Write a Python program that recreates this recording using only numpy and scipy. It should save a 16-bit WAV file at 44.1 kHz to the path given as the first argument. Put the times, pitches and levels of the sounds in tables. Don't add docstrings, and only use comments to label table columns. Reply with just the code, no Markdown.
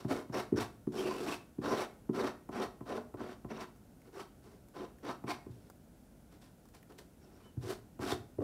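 import sys
import numpy as np
from scipy import signal
from scipy.fft import rfft, irfft, next_fast_len
from scipy.io import wavfile
from scipy.ndimage import uniform_filter1d

SR = 44100
rng = np.random.default_rng(int(sys.argv[2]) if len(sys.argv) > 2 else 0)


def wrap_up_sound(samples):
    columns = np.atleast_2d(samples).T
    tamed = np.clip(columns, -1, 1)
    steps = np.round(tamed * 32767).astype(np.int16)
    wavfile.write(sys.argv[1], SR, steps)


N = 371763

# f/Hz, width/Hz, level/dB
PANEL_MODES = [(77, 46, -31), (118, 29.5, -26.5), (174, 34, -23), (243, 43.5, -10), (227.5, 47, -11.5),
               (294.1, 33.6, -6), (369.4, 23.8, -1.5), (428.5, 27.4, -6), (514, 85, -8.5), (613.6, 29, -13),
               (699, 41, -11), (820.4, 61, -14), (918, 43, -15.5), (1021, 26, -13.5), (1140, 74, -14),
               (1290, 62, -15), (1512, 230, -13), (1875, 130, -19)]
# t/s, strength/dB, strongest pitch f/Hz,
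# deep boom level/dB and bright knock level/dB, both relative to the strength
LANDINGS = [(0.048, -15.5, 167, -45, -16.5), (0.296, -23.5, 169, -29, -16.5), (0.522, -12, 238, -17, -28),
            (0.54, -21, 303, 3, -18), (0.871, -17.5, 231, -49, -22.5), (1.584, -19, 215, -14, -25),
            (2.092, -14, 233, -52, -19.5), (2.49, -27.5, 224, -25, -3.5), (2.808, -27.5, 207, -10, -7.5),
            (3.141, -31, 354, 0, -3), (3.446, -27, 200, -7, -8), (5.239, -23.5, 200, -14.5, -9.5),
            (5.463, -31, 260, -5, -15), (5.497, -34, 143, 4, -23), (7.571, -22.5, 157, -0.5, -27),
            (7.992, -29, 282, 4, -4), (8.119, -21.5, 372, -0.5, -29), (8.384, -21, 393, -1, -20),
            (8.404, -23, 318, -2, -13)]


def from_db(db):
    return 10 ** (np.asarray(db) / 20)


def rms_one(x):
    return x / np.sqrt(np.mean(x ** 2) + 1e-20)


def at_hz(points, hz):
    points = np.array(points)
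    return np.interp(np.log(np.maximum(hz, 1)), np.log(points[:, 0]), points[:, 1])


def drift(rate_hz):
    step = 40
    r = np.exp(-2 * np.pi * step * rate_hz / SR)
    noise = rng.standard_normal(N // step + 2002)
    slow = signal.lfilter([1], [1, -2 * r, r * r], noise)[2000:]
    return np.interp(np.arange(N) / step, np.arange(len(slow)), rms_one(slow))


def ring(drive, hz, width_hz):
    r = np.exp(-np.pi * width_hz / SR)
    w = 2 * np.pi * hz / SR
    return signal.lfilter([0, np.sin(w)], [1, -2 * r * np.cos(w), r * r], drive + 1e-18)


def band_pass(x, low_hz, high_hz):
    return signal.sosfilt(signal.butter(2, [low_hz, high_hz], "band", fs=SR, output="sos"), x)


def coloured(x, spectrum):
    size = next_fast_len(N)
    hz = np.arange(size // 2 + 1) * SR / size
    gain = from_db(at_hz(spectrum, hz))
    return rms_one(irfft(rfft(x, size) * gain, size)[:N])


def room_tone():
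    # f/Hz, level per Hz/dB
    tone_spectrum = [(15, -31), (25, 7), (92, -1), (223, 0), (317, -5), (363, -9.5), (677, -13),
                     (1190, -26.5), (1440, -21), (1700, -27), (2000, -29.5), (4490, -33), (5880, -32),
                     (11000, -31), (16000, -34.5)]
    level = from_db(-58.5 + 0.11 * drift(19))
    return level * coloured(rng.standard_normal(N), tone_spectrum)


def grains(per_s, spread_db):
    size_db = spread_db * np.minimum(rng.exponential(1, N), 4)
    clicks = from_db(size_db) * rng.choice([-1, 1], N)
    return rms_one(clicks * (rng.random(N) < per_s / SR))


def stroke_gains(ease_s):
    # start t/s, rise/s, drag/s, pressure once dug in level/dB,
    # pressure at lift-off level/dB, steepness of the edge as brightness once dug in/dB,
    # the same at lift-off/dB, dryness of the paint as extra hiss/dB
    strokes = [(0.0, 0.0027, 0.046, -50.5, -59.5, 10, 12, 2.5),
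               (0.082, 0.032, 0.084, -30.5, -44.5, 0.5, 2, 5), (0.322, 0.033, 0.043, -31, -35, 1, 6, 1.5),
               (0.557, 0.018, 0.042, -31, -38, -1, 11.5, 2), (0.92, 0.071, 0.26, -36, -43, -2, 2, 9.5),
               (1.209, 0.067, 0.059, -36, -46, 3.5, 14.5, 4.5),
               (1.614, 0.031, 0.18, -33, -39, 1.5, 12.5, -0.5), (2.131, 0.024, 0.12, -34.5, -33, 2, 2, -1),
               (2.513, 0.052, 0.072, -36, -38.5, 1.5, 6.5, -1.5),
               (2.854, 0.036, 0.084, -40.5, -34, 3, -5.5, 0),
               (3.169, 0.034, .12, -42, -49.5, -1, 6.5, -1.5), (3.483, .028, 0.099, -43, -47.5, 3.5, 9, -5),
               (3.592, 0.021, 0.01, -40, -46.5, 10, 12.5, -2), (4.03, 0.046, .02, -62.5, -68, 9, 2, 1),
               (4.125, 0.066, 0.017, -44.5, -50, 3.5, 12, 2.5),
               (4.42, 0.019, 0.098, -62, -57, 3.5, -3.5, 10),
               (4.738, 0.031, .075, -45, -46.5, 6.5, 1.5, -2),
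               (5.028, 0.028, 0.048, -37.5, -41.5, 1, 10, -3.5),
               (5.263, 0.0086, 0.034, -41.5, -41, 1, 17.5, -1.5),
               (5.5, 0.014, 0.16, -67, -70, -1, -3, 17.5), (6.3, 0.026, 0.024, -61, -69, 3, 11, 9),
               (6.41, 0.012, 0.048, -69, -72, 14, 12, 12.5), (6.735, .016, 0.021, -62, -67.5, 14, 10, 10),
               (6.889, 0.0078, 0.073, -52.5, -67, -4, 0, 8),
               (6.981, 0.0085, 0.016, -53.5, -56.5, 4.5, -7, 20.5),
               (7.19, 0.027, 0.24, -66, -65, 2.5, 9, 5), (7.606, 0.031, 0.073, -48, -40.5, 0, 1, 12.5),
               (7.999, 0.024, 0.092, -34.5, -40.5, -1, 11, 6),
               (8.409, 0.01, 0.009, -28.5, -46.5, -26, -7, 9)]
    # level over the pressure/dB,
    # share of the brightness, drop at first contact/dB, sag in mid-drag/dB, fade after lift-off/(dB/s)
    layers = [(0.5, 0, 16, 1, 606), (-9.5, 0.57, 14, 2, 374), (-17, 0.96, 15.5, 2, 416),
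              (-27.5, 0.98, 13, 2, 356)]
    steepen_power = 0.86
    catch_db, catch_s = [0.47, 3.27, 2.7, 3], 0.025
    catch_from_db, catch_full_db = -62, -50

    t, gains = np.arange(N) / SR, np.zeros((4, N))
    over_db, share, contact_db, sag_db, fade = np.transpose(layers)[:, :, None]
    for start, rise, drag, bite_db, lift_db, bright_db, bright_lift_db, dry_db in strokes:
        on = (t >= start) & (t < start + rise + drag + 0.1)
        age = t[on] - start
        since_lift = age - rise - drag
        along = np.clip((age - rise) / drag, 0, 1)
        pressure = bite_db + (lift_db - bite_db) * along
        bright = bright_db + (bright_lift_db - bright_db) * along ** steepen_power
        db = pressure + over_db + share * bright
        db -= sag_db * np.sin(np.pi * along)
        db -= contact_db * np.clip(1 - age / rise, 0, 1)
        db -= fade * np.maximum(since_lift, 0)
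        grip = np.interp(lift_db, [catch_from_db, catch_full_db], [0, 1])
        db += grip * np.array(catch_db)[:, None] * np.exp(-(since_lift / catch_s) ** 2)
        db[3] += dry_db
        onset = np.minimum(age / 0.0093 + 0.86, 1)
        gains[:, on] = np.maximum(gains[:, on], onset * from_db(db))
    return uniform_filter1d(gains, max(1, int(ease_s * SR)), axis=1, mode="nearest")


def singing(hz):
    # middle t/s, time from middle to either end/s, pitch f/Hz, lift/dB
    sing_moments = [(0.346, 0.043, 5650, 12), (1.112, 0.053, 1020, 17.5), (1.748, .08, 1020, 10),
                    (1.34, .025, 2660, 16), (0.576, 0.039, 5500, 13), (0.986, 0.083, 5510, 17),
                    (0.994, 0.046, 3140, 16), (1.116, 0.25, 2650, 15.5), (1.11, 0.045, 4710, 21),
                    (1.69, 0.086, 5500, 7.5), (2.279, 0.022, 3900, 15), (4.776, 0.056, 4020, 15),
                    (5.312, 0.024, 4710, 14.5), (7.235, .07, 5370, 24), (7.36, 0.056, 5500, 21),
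                    (8.114, 0.018, 3530, 23.5)]
    lift = np.zeros(N)
    for middle, half_s, sing_hz, lift_db in sing_moments:
        start, size = int((middle - half_s) * SR), int(2 * half_s * SR)
        nearness = np.exp(-(np.log(hz / sing_hz) / 0.038) ** 2)
        lift[start:start + size] += lift_db * nearness * np.hanning(size)
    return lift


def rubbed(modes, drive, wander_db, wander_hz):
    out = np.zeros(N)
    for hz, width, db in modes:
        side = rng.choice([-1, 1], N)
        feed = side * from_db(db + singing(hz) + wander_db * drift(wander_hz))
        out += np.sqrt(width) * ring(drive * feed, hz, width)
    return out


def scrape():
    # f/Hz, width/Hz, level/dB
    blade_modes = [(2212, 260, 2.5), (2685, 320, 0), (3170, 180, -4.5), (3570, 110, -7), (3833, 190, -4.5),
                   (4350, 340, -6.5), (4680, 150, -6), (5400, 340, -8), (5600, 300, -3), (6020, 110, -7.5)]
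    # f/Hz, level per Hz/dB
    hiss_spectrum = [(880, -30), (1500, -4), (2040, -8), (2660, -10), (4000, -8.5), (5490, -9),
                     (6500, -13.5), (7920, -12.5), (13900, -20), (16000, -24)]
    low, upper, blade, hiss = stroke_gains(ease_s=0.007)
    coarse = grains(1500, spread_db=2.5)
    fine = grains(5000, spread_db=2.5)
    judder = from_db(1.38 * drift(25.2) + 1.0 * drift(92))

    low_push, upper_push = coarse * low * judder, coarse * upper * judder
    wood = from_db(-39) * rubbed(PANEL_MODES[1:10], low_push, wander_db=3.0, wander_hz=2.8)
    wood += from_db(-30) * rubbed(PANEL_MODES[10:], upper_push, wander_db=1.0, wander_hz=7.3)
    wood = band_pass(wood, 130, 2200)

    steel = from_db(-46.5) * rubbed(blade_modes, fine * blade * judder, wander_db=3.5, wander_hz=41)
    steel = band_pass(steel, 1800, 6300)
    return wood + steel + from_db(4) * hiss * judder * coloured(fine, hiss_spectrum)


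def studio(x):
    # f/Hz, time to fall by 60 dB t/s
    decay_times = [(100, 0.88), (260, 0.38), (700, 0.38), (2000, 0.37), (6000, 0.29), (15000, 0.39)]
    t = np.arange(int(0.8 * SR)) / SR
    edges_hz = 40 * 2.0 ** np.arange(10)
    tail = 0
    for low, high in zip(edges_hz, edges_hz[1:]):
        band = band_pass(rng.standard_normal(len(t)), low, high)
        t60 = at_hz(decay_times, np.sqrt(low * high))
        tail = tail + band * from_db(-60 * t / t60)
    tail *= np.clip(t / 0.0038, 0, 1) / np.linalg.norm(tail)
    return signal.fftconvolve(x, tail)[:N]


def taps():
    s, strength_db, tap_hz, boom_db, knock_db = np.transpose(LANDINGS)
    at = (s * SR).astype(int)
    soft, hard = np.zeros(N), np.zeros(N)
    luck_db = rng.normal(0, 1.5, (len(at), len(PANEL_MODES)))
    sides = rng.choice([-1, 1], luck_db.shape)
    for k, (hz, width, db) in enumerate(PANEL_MODES):
        level = from_db(strength_db + 0.25 * db + luck_db[:, k])
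        near = from_db(-12 * np.log2(hz / tap_hz) ** 2 - 8.5)
        boom = from_db(boom_db - 8) * (k < 2)
        knock = from_db(knock_db - 14.5) * (k > 7) * sides[:, k]
        soft_clicks, hard_clicks = np.zeros(N), np.zeros(N)
        soft_clicks[at] = level * (near + boom)
        hard_clicks[at] = level * knock
        soft += (-1) ** k * ring(soft_clicks, hz, (0.54 + hz / 1500) * width)
        hard += ring(hard_clicks, hz, 0.61 * width)
    soft = signal.sosfilt(signal.bessel(3, 800, fs=SR, output="sos"), soft)
    return soft + signal.sosfilt(signal.bessel(3, 1700, fs=SR, output="sos"), hard)


def ticks():
    # t/s, peak level/dB, pitch f/Hz
    snaps = [(0.9934, -37, 1020), (2.228, -58, 1550), (3.761, -54.5, 2100), (4.017, -55.5, 2260),
             (4.153, -55, 1450), (4.685, -51, 1190), (4.985, -56, 2000), (5.6995, -43, 1300),
             (6.3225, -65, 1290), (6.6547, -52, 1070), (6.687, -50.5, 1300), (6.748, -51, 3080),
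             (6.8282, -52.5, 2520), (6.901, -59, 1040), (6.9217, -53, 3670), (6.9863, -49, 3820)]
    t60_s = 0.028
    snap_db, snap_hz = -20.5, 2530
    landing_snaps = [(s, db + knock_db + snap_db, snap_hz) for s, db, _, _, knock_db in LANDINGS]
    snaps = snaps + landing_snaps
    t, out = np.arange(int(0.05 * SR)) / SR, np.zeros(N)
    noises = rng.standard_normal((len(snaps), len(t)))
    for (s, db, hz), noise in zip(snaps, noises):
        puff = noise * from_db(-60 * t / t60_s)
        snap = puff + 0.49 * ring(puff, hz, 0.5 * hz)
        at = int(s * SR)
        out[at:at + len(t)] += (from_db(db) * snap / np.abs(snap).max())[:N - at]
    return out


def squeak():
    # start t/s, length/s, pitch before it bends and sinks f/Hz, top level of the main tone/dB
    squeaks = [(7.21, 0.097, 2780, -79), (7.423, .095, 3150, -69)]
    bend_hz, swell_db = 220, 6
    sink_hz_per_s = 2060
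    t, out = np.arange(N) / SR, np.zeros(N)
    for start, length, top_hz, db in squeaks:
        swell = np.abs(np.sin(np.pi * np.clip((t - start) / length, 0, 1)))
        hz = top_hz - bend_hz * (1 - swell)
        hz = hz - sink_hz_per_s * np.clip(t - start, 0, length) + 40 * drift(61)
        phase = 2 * np.pi * np.cumsum(hz) / SR
        tone = np.sin(phase) + from_db(-19) * np.sin(2 * phase)
        out += np.sqrt(2 * swell) * from_db(db - swell_db * (1.5 - swell)) * tone
    return out


def scene():
    knife = scrape() + taps() + ticks() + squeak()
    return (knife + from_db(-9) * studio(knife) + room_tone())[None]


def record(dry):
    x = signal.sosfilt(signal.butter(8, 41, "high", fs=SR, output="sos"), dry)
    return signal.sosfilt(signal.cheby2(18, 60, 16150, fs=SR, output="sos"), x)


dry = scene()
out = record(dry)
wrap_up_sound(out)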